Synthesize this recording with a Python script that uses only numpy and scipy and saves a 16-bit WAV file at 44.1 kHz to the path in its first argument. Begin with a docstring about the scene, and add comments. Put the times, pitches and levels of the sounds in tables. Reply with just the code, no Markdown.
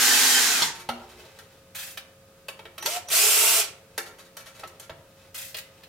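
"""A small workshop, two microphones near the bench: direct sound and quick reflections outweigh the tail.
Behind lie room air, a wavering fan, and a hum that steps up in pitch as its rumble stops.
Close by, hands rub, knock and bump a large model car's plastic body; screws skid and tap in a tray:
flurries of tiny contacts and clicks set resonant modes ringing. In front, a cordless impact driver backs
out two small screws: dense gear contacts, tones tied to motor speed, drive whine and ringing hammer blows."""
import sys
import numpy as np
from scipy import signal
from scipy.fft import rfft, irfft, next_fast_len
from scipy.io import wavfile
from scipy.ndimage import uniform_filter1d

SR = 44100
rng = np.random.default_rng(int(sys.argv[2]) if len(sys.argv) > 2 else 0)


def unload_audio(sound):
    """Save the sound as a 16-bit wav file, at the path given as the first command line argument."""
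    columns = np.transpose(np.atleast_2d(sound))
    # keep every value between -1 and 1, then stretch to whole-number steps
    steps = np.round(np.clip(columns, -1, 1) * 32767)
    wavfile.write(sys.argv[1], SR, steps.astype(np.int16))


N = 259308
TIME = np.arange(N) / SR  # s


def from_db(db):
    """Decibels to gain."""
    return 10 ** (np.asarray(db) / 20)


def rms_one(x):
    """Scale to unit power."""
    return x / np.sqrt(np.mean(x ** 2) + 1e-20)


def at_hz(points, hz):
    """Read a table on a log-frequency axis."""
    f, value = np.transpose(points)
    return np.interp(np.log(hz + 1e-3), np.log(f), value)


def coloured(x, spectrum):
    """Give a steady sound a spectrum that falls away steeply below its first point; rms 1."""
    size = next_fast_len(N)
    hz = np.arange(size // 2 + 1) * SR / size
    bass_fall = np.minimum(hz / spectrum[0][0], 1) ** 4
    gain = from_db(at_hz(spectrum, hz)) * bass_fall
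    return rms_one(irfft(rfft(x, size) * gain, size)[:N])


def passed(x, hz, kind, order=2):
    """Causal Butterworth filter."""
    sections = signal.butter(order, np.clip(hz, 10, .45 * SR), kind, fs=SR, output="sos")
    return signal.sosfilt(sections, x + 1e-18)


def drift(rate):
    """Slow random wander of rms 1, with two random knots per cycle of the rate in Hz."""
    knots = rng.standard_normal(int(N / SR * rate * 2) + 2)
    return rms_one(np.interp(TIME * rate * 2, np.arange(len(knots)), knots))


def gate(start, end):
    """One between two moments, zero outside, with soft edges."""
    inside = (TIME >= start) & (TIME <= end)
    return uniform_filter1d(1. * inside, size=512)


def ring(clicks, hz, t60):
    """A mode: a unit click sets a sine of height 1 ringing, 60 dB down after t60 seconds."""
    r = from_db(-60 / (t60 * SR))  # decay per sample
    w = 2 * np.pi * hz / SR
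    return signal.lfilter([0, np.sin(w)], [1, -2 * r * np.cos(w), r * r], clicks + 1e-18)


def click(s, db):
    """One impulse."""
    return from_db(db) * (np.arange(N) == round(s * SR))


def grains(per_s, spread_db):
    """Tiny contacts at random moments, of uneven size; rms 1."""
    sizes = rng.choice([-1, 1], N) * from_db(spread_db * np.minimum(rng.exponential(1, N), 4))
    return rms_one(sizes * (rng.random(N) < per_s / SR))


# spread of diffuse sound across the two microphones: hz, side_over_mid_db
WIDTH = [(60, -32), (250, -13.5), (500, -11.5), (1000, -6.5), (2000, -2.5), (4000, -0.5), (8000, 1.5),
         (16000, 1)]


def diffuse(size):
    """Noise from all around: alike at both microphones in the bass, unrelated in the treble."""
    mid, side = rfft(rng.standard_normal((2, size)))
    width = from_db(at_hz(WIDTH, np.arange(len(mid)) * SR / size))
    return irfft((mid + side * width * [[1], [-1]]) / np.sqrt(1 + width ** 2), size)


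# reverberation time of the workshop: hz, t60_s
ROOM_T60 = [(200, 1), (530, 0.7), (1400, 0.49), (3700, 0.34), (10000, 0.28), (16000, 0.18)]


def workshop(x, direct_db, early_db, late_db, early_t60=0.086):
    """Direct sound, quick reflections off bench and wall, then a tail that dies faster in the treble."""
    age, response = TIME[:SR // 2], 0
    edges = np.geomspace(60, 19000, 9)
    after_direct = age > .0012
    for lo, hi in zip(edges, edges[1:]):
        late_t60 = at_hz(ROOM_T60, np.sqrt(lo * hi))
        early = from_db(-60 * age / early_t60) * after_direct
        late = from_db(-60 * age / late_t60) * after_direct
        early_part = from_db(early_db) * early / np.linalg.norm(early)
        late_part = from_db(late_db) * late / np.linalg.norm(late)
        fading = np.hypot(early_part, late_part)
        response = response + passed(diffuse(len(age)), [lo, hi], "band") * fading
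    return from_db(direct_db) * x + signal.fftconvolve(x[None], response, axes=1)[:, :N]


# colour of the room air: hz, density_db (per Hz, relative)
AIR = [(15, -49), (25, -15), (59, -17.5), (89, -5), (180, -12.5), (394, -19), (531, -19), (575, -18.5),
       (695, -16), (775, -26.5), (1230, -21), (2000, -25.5), (2610, -25.5), (2990, -26.5), (16000, -32)]
AIR_DB = -56.5


def room_air():
    """Diffuse noise with the colour of the room."""
    return from_db(AIR_DB) * np.array([coloured(side, AIR) for side in diffuse(next_fast_len(N))])


# tones of the fan: pitch_hz, level_db (centre of the wavering, rms)
FAN = [(91.5, -79.5), (177.6, -69.5), (446.8, -72.5), (1249, -74.5)]


def fan():
    """Steady fan tones, each wavering slightly in pitch and level."""
    tones = 0
    for hz, db in FAN:
        phase = 2 * np.pi * np.cumsum(hz + 1.36 * drift(6.6)) / SR
        tones = tones + from_db(db + 1.5 * drift(2.4)) * np.sin(phase)
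    return np.sqrt(2) * tones


# colour of the rumble under the first hum: hz, density_db (per Hz, relative)
RUMBLE = [(25, -21), (60, 13), (120, -6), (400, -25), (3000, -60)]
RUMBLE_DB = -63.5
HUM_STEP_S = 1.255
# the hum before and after its step: pitch_hz, level_db
HUM_BEFORE = (361, -58)
HUM_AFTER = (540, -59.5)


def stepping_hum():
    """A slightly unsteady hum steps up in pitch, and its rumble stops."""
    before = gate(0, HUM_STEP_S)
    hum_hz, hum_db = np.outer(HUM_BEFORE, before) + np.outer(HUM_AFTER, 1 - before)
    phase = 2 * np.pi * np.cumsum(hum_hz + 1.08 * drift(11)) / SR
    hum = from_db(hum_db + 0.47 * drift(3.3)) * np.sin(phase)
    rumble = from_db(RUMBLE_DB) * before * coloured(rng.standard_normal(N), RUMBLE)
    return np.sqrt(2) * hum + rumble


def background():
    """Room air, the fan's wavering tones, and a hum with its rumble."""
    return room_air() + fan() + stepping_hum()


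# strokes of the hands over the body: middle_s, half_length_s, level_db (relative)
STROKES = [(1.16, 0.3, -49.5), (2.807, 0.069, -63), (4.0, 0.13, -64), (4.57, 0.15, -53),
           (5.21, 0.064, -54.5), (5.7, 0.18, -60.5)]
# colour of skin on plastic: hz, density_db (per Hz, relative)
RUB_COLOUR = [(150, -24.5), (400, 4.5), (750, -0.5), (1400, -5), (3000, -4.5), (6000, -11), (16000, -21)]
HOLD_DB = -63.5  # a resting hand still rubs a little; relative like the strokes


def rubbing():
    """Skin drags over plastic in fine slips; each stroke swells and fades."""
    strokes = sum(from_db(db) * np.exp(-((TIME - s) / half) ** 2) for s, half, db in STROKES)
    pressure = from_db(HOLD_DB) + strokes
    unevenness = from_db(2 * drift(18) - 3.5)
    return pressure * unevenness * coloured(grains(3000, 4.2), RUB_COLOUR)


# bumps against the body: start_s, level_db (relative), push_hz (where the push is strongest)
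BUMPS = [(0.891, 0.5, 630), (1.018, -16.5, 600), (4.634, -6, 2600)]
BUMP_FOCUS_DB = 3  # loss one octave away from push_hz, growing with the square of the distance
# the body's big panels: pitch_hz, level_db (relative), t60_s
PANELS = [(239.6, -34.5, 0.65), (777, -21, 0.047), (1302, -25.5, 0.088)]
SETTLE_S = 4.905
# modes as the car settles once on its tyres: pitch_hz, level_db (relative), t60_s
TYRES = [(95, -43.5, 0.65), (150, -48, 0.3), (329, -46.5, 0.17)]


def bumps():
    """Each bump rings the panels, most of all near the pitch of the push; the tyres give a low thud."""
    sound = 0
    for hz, mode_db, t60 in PANELS:
        pushes = sum(click(s, db + mode_db - BUMP_FOCUS_DB * np.log2(hz / push_hz) ** 2)
                     for s, db, push_hz in BUMPS)
        sound = sound + ring(pushes, hz, t60)
    return sound + sum(ring(click(SETTLE_S, db), hz, t60) for hz, db, t60 in TYRES)


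def contacts(events, modes, bass_db, mid_db, treble_db, thinning, rise_s, fade_s, edges_hz, ring_db,
             grain_db=1.24):
    """Each touch is a dying flurry of tiny contacts that sets the object's modes ringing."""
    force, age = np.zeros((3, N)), TIME[:SR // 4]
    flurry = (1 - np.exp(-age / rise_s)) * np.exp(-age / fade_s)
    for s, db, hardness in events:
        at = round(s * SR)
        # bass, middle and treble: a hard touch gains treble and loses bass
        band_gains = from_db([[db - thinning * hardness], [db], [db + hardness]])
        force[:, at:at + len(age)] += band_gains * flurry[:N - at] / flurry.max()
    sound = 0
    for f, lo, hi, db in zip(force, edges_hz, edges_hz[1:], (bass_db, mid_db, treble_db)):
        band = passed(f * grains(14000, grain_db), [lo, hi], "band", order=3)
        sound = sound + band * from_db(db) * np.sqrt(SR / 2 / (hi - lo))  # level evened for band width
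    ringing = 0
    for hz, db, t60 in modes:
        build_up = np.log(1e6) / (t60 * SR)  # keeps long modes from piling up
        ringing = ringing + from_db(db + ring_db) * build_up * ring(sound, hz, t60)
    return sound + ringing


# screws skidding across the tray: start_s, level_db (relative), hardness_db, gap_s (between skids)
SLIDES = [(1.7468, -30, -2, 0.039), (5.3425, -33.5, 0.5, 0.0337)]
SKID_LOSS_DB, SKID_HARDENING_DB = 5, 1.5  # each further skid is weaker and harder


def skids(count=5):
    """A dropped screw skids a few times before it lies still: start_s, level_db, hardness_db."""
    return [(s + k * gap, db - k * SKID_LOSS_DB, hardness + k * SKID_HARDENING_DB)
            for s, db, hardness, gap in SLIDES for k in range(count)]


# screws and tool set down or picked up: start_s, level_db (relative), hardness_db
TAPS = [(1.9724, -27, -3.5), (5.5433, -27.5, -4.5), (5.5664, -33.5, 5), (5.5837, -31, 1.5),
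        (5.8337, -40.5, -5)]
# modes of the tray: pitch_hz, level_db (relative), t60_s
TRAY = [(1720, -14, 0.21), (2120, -8.5, 0.2), (2700, -7, 0.091)]


def tray():
    """Skidding screws and short taps ring the tray."""
    slides = contacts(skids(), TRAY, bass_db=-21, mid_db=-7.5, treble_db=-3.0, thinning=0.37,
                      rise_s=0.0029, fade_s=0.032, edges_hz=(600, 1400, 3900, 15000), ring_db=18,
                      grain_db=2.0)
    taps = contacts(TAPS, TRAY, bass_db=-17, mid_db=-3, treble_db=-5.0, thinning=1.27,
                    rise_s=0.0014, fade_s=0.0061, edges_hz=(390, 1500, 4500, 16000), ring_db=-9)
    return slides + taps


# knocks on the chassis, and the click of the driver's trigger at 3.085 s: start_s, level_db (relative),
# hardness_db
KNOCKS = [(0.622, -24, 0), (0.889, -19, -13.5), (1.3868, -40.5, -2), (2.4834, -28, -5.5),
          (2.591, -37, -12.5), (2.6529, -36, -16), (2.7792, -29.5, -6), (2.8248, -29.5, -3),
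          (2.859, -21, 1.5), (2.9629, -32, -11), (3.085, -34, 1.5), (3.978, -20.5, -2), (4.368, -35, 1),
          (4.594, -40, -2), (4.6348, -33, -16), (4.674, -44, 2.5), (4.797, -40.5, 4), (4.8947, -32, -19)]
# fingers and bit scuffing the shell: start_s, level_db (relative)
SCUFFS = [(0.744, -41), (.79, -41.5), (1.088, -49), (4.055, -43), (4.182, -44), (4.245, -54.5),
          (4.384, -43.5), (4.456, -42), (4.545, -47.5), (4.817, -46)]
# modes of the plastic shell and cage: pitch_hz, level_db (relative), t60_s
CHASSIS = [(365.5, 10, 0.15), (458, 1, 0.11), (679.3, 1, 0.059), (782, -3, 0.057), (1060, -28, 0.12),
           (1386, 6, 0.035), (1926, 6.5, 0.043), (2316, 4.5, 0.049), (4680, 3, 0.024), (6840, 4, 0.015)]


def chassis():
    """Sharp knocks and slower scuffs ring the plastic shell."""
    knocks = contacts(KNOCKS, CHASSIS, bass_db=-9.5, mid_db=-2.0, treble_db=0.5, thinning=0.32,
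                      rise_s=0.0011, fade_s=0.0045, edges_hz=(360, 1000, 3500, 13500), ring_db=-3.5)
    scuff_events = [(s, db, 0) for s, db in SCUFFS]
    scuffs = contacts(scuff_events, CHASSIS, bass_db=-15.5, mid_db=-5.0, treble_db=-5.0, thinning=0,
                      rise_s=0.023, fade_s=.015, edges_hz=(400, 1000, 3700, 12600), ring_db=1.5)
    return knocks + scuffs


def handling():
    """Chassis and rubbing hands, bumps of the whole car, and the tray, each with its own room balance."""
    return (workshop(chassis() + rubbing(), direct_db=-5.0, early_db=-4.5, late_db=-6)
            + workshop(bumps(), direct_db=-1.5, early_db=-5.5, late_db=-6.5)
            + workshop(tray(), direct_db=-4.5, early_db=-4.0, late_db=-6.5))


SPIN_UP_S, COAST_S = .024, .29  # time to half speed; time constant of coasting
EASE_S, EASE_POWER = .71, 1.8  # an easing finger would stop the motor in this time, ever faster
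ATTACK_S = 0.016  # the sound builds as the gears take the load
EASE_LOSS_DB, EASE_DULLING_DB = 19, 8  # level and treble share lost over the trigger's whole travel
COAST_DULLING_DB_PER_S = 150


def motor(on, eases, off, top_speed, db, treble_db, run_down_db_per_s):
    """The motor spins up, sags as the finger eases, then coasts: turns per s, loudness, treble share."""
    age, coasting = np.maximum(TIME - on, 0), np.clip(TIME - off, 0, 1)
    eased = np.clip((np.minimum(TIME, off) - eases) / EASE_S, 0, 1) ** EASE_POWER
    spin_up = age / (age + SPIN_UP_S)
    speed = top_speed * spin_up * (1 - eased) * np.exp(-coasting / COAST_S)
    attack = (1 - np.exp(-age / ATTACK_S)) ** 2
    loudness = attack * from_db(db - EASE_LOSS_DB * eased - run_down_db_per_s * coasting)
    share = from_db(treble_db - EASE_DULLING_DB * eased - COAST_DULLING_DB_PER_S * coasting)
    return speed, loudness, np.clip(share, 0, .95)


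def driver_run(run, colour, throb, grain_db, treble_hz=7000):
    """Gear teeth and bit make a dense stream of contacts, bunched once a turn by play in the gears."""
    speed, loudness, share = run
    turns = np.cumsum(speed) / SR
    bunching = 1 + throb * np.cos(2 * np.pi * turns)
    sound = coloured(grains(20000, grain_db) * bunching, colour)
    top = passed(sound, treble_hz, "high", order=4)
    rest = passed(sound, treble_hz, "low", order=4)
    return loudness * (share * rms_one(top) + np.sqrt(1 - share ** 2) * rms_one(rest))


# rattle with the bit in each screw: hz, density_db (per Hz, relative)
FIRST_COLOUR = [(110, -66), (180, -26), (252, -10), (334, -16), (460, -10.5), (610, -17), (855, -5.5),
                (1090, -10.5), (1850, -1.5), (2490, -6), (3180, -5), (3700, -3.5), (9110, -4), (13300, -4),
                (16000, -13)]
SECOND_COLOUR = [(150, -47), (250, -30.5), (436, -3), (484, -13.5), (662, -5), (831, -13.5), (1350, -5.5),
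                 (1580, -10), (2620, -0.5), (3840, -6.5), (5440, -5), (6940, -6.5), (7840, -3), (14900, -4),
                 (16000, -25)]


def rattle(first, nudge, second):
    """The contacts of all three runs, coloured by the screw that the bit sits in."""
    return (driver_run(first, FIRST_COLOUR, throb=0.2, grain_db=3.0)
            + driver_run(nudge, SECOND_COLOUR, throb=0.38, grain_db=2.5)
            + driver_run(second, SECOND_COLOUR, throb=0.28, grain_db=3.0))


def gear_tones(run, tones, wobble, flutter_db):
    """Rotor and gear meshes sing at fixed multiples of the slightly uneven motor speed."""
    speed, loudness, _ = run
    turns = np.cumsum(speed * (1 + wobble * drift(50))) / SR
    lines = sum(from_db(db + flutter_db * drift(25)) * np.sin(2 * np.pi * multiple * turns)
                for multiple, db in tones)
    return np.sqrt(2) * loudness * lines


def worn_teeth(db, count=16):
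    """Uneven teeth repeat every turn: a faint comb of tones on the upper multiples of the speed."""
    return [(8 + k, db) for k in range(count)]


# rotor and gear tones: speed_multiple, first_run_db, second_run_db (relative to the run's loudness)
ORDERS_DB = [(1, -26, -27), (2, -32, -28), (3.3, -23, -33), (6.125, -19.5, -16), (6.6, -17.5, -32),
             (7, -13.5, -24), (12.25, -15, -13.5), (17, -22, -15)]


def gear_song(first, nudge, second):
    """Tones of rotor, gears and worn teeth that follow the motor speed in each run."""
    orders = np.array(ORDERS_DB)
    second_orders = gear_tones(second, orders[:, ::2], wobble=0.0078, flutter_db=3.0)
    return (gear_tones(first, orders[:, :2], wobble=0.0083, flutter_db=2.5)
            + gear_tones(first, worn_teeth(db=-24.5), wobble=0.0052, flutter_db=4.5)
            + gear_tones(second, worn_teeth(db=-26), wobble=0.0041, flutter_db=4.5)
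            + gear_tones(nudge, [(6.125, -7.5)], wobble=0.011, flutter_db=5.0)
            + passed(second_orders, 370, "high", order=4))


# switching whine of the motor drive at part trigger: start_s, end_s, level_db (relative)
WHINES = [(2.808, 2.945, -41), (3.076, 3.15, -40)]
WHINE_HZ = 5890


def drive_whine():
    """The motor drive switches at a fixed pitch, with a weaker octave above and a jittering phase."""
    phase = 2 * np.pi * WHINE_HZ * TIME + .4 * drift(66)
    level = sum(from_db(db) * gate(start, end) for start, end, db in WHINES)
    return level * (np.sin(phase) + from_db(-15) * np.sin(2 * phase))


# hammer blows on the anvil: start_s, level_db (relative)
BLOWS = [(0.621, -15), (0.632, -28), (2.860, -23.5)]
# modes of the steel: pitch_hz, level_db (relative), t60_s
ANVIL = [(910, -31, 0.91), (974.5, -11, 0.12), (2090, -17, 0.17), (3440, 0, 0.045), (3850, -4, 0.049),
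         (4350, 3, 0.028), (5384, -13.5, 0.29), (5420, -2, 0.041), (7170, -8, 0.12)]


def hammer():
    """Each blow is one click that rings the modes of the steel anvil."""
    blows = sum(click(s, db) for s, db in BLOWS)
    return sum(from_db(db) * ring(blows, hz, t60) for hz, db, t60 in ANVIL)


# pulls of the trigger: on_s, eases_s (finger starts to ease), off_s, top_speed (turns per s),
# level_db (relative), treble_share_db, run_down_db_per_s
PULLS = [(-0.14, 0.228, 0.65, 280, -19, -5, 220), (2.834, 2.852, 2.968, 145, -30, -5.5, 700),
         (3.092, 3.441, 3.5975, 486, -18.5, -1.93, 334)]


def driver(count=4):
    """A run on the first screw, a nudge and a faster run on the second; drive whine and hammer blows."""
    runs = [motor(*pull) for pull in PULLS]
    # several moving parts each rattle on their own and reach the microphones by their own paths
    rattles = sum(workshop(rattle(*runs), direct_db=-5.5, early_db=-3.0, late_db=-7.5)
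                  for part in range(count)) / np.sqrt(count)
    ringing = gear_song(*runs) + drive_whine() + hammer()
    return rattles + workshop(ringing, direct_db=-5.0, early_db=-4.5, late_db=-13)


def scene():
    """The driver is held to the right, so its treble is stronger on that side."""
    tool = driver()
    tilt = 0.1 * passed(tool, 3000, "high", order=1) * [[-1], [1]]
    return background() + handling() + tool + tilt


CUTOFF_HZ = 16000


def record(dry):
    """The top is cut steeply."""
    return signal.sosfilt(signal.ellip(12, .1, 80, CUTOFF_HZ, fs=SR, output="sos"), dry)


dry = scene()
out = record(dry)
unload_audio(out)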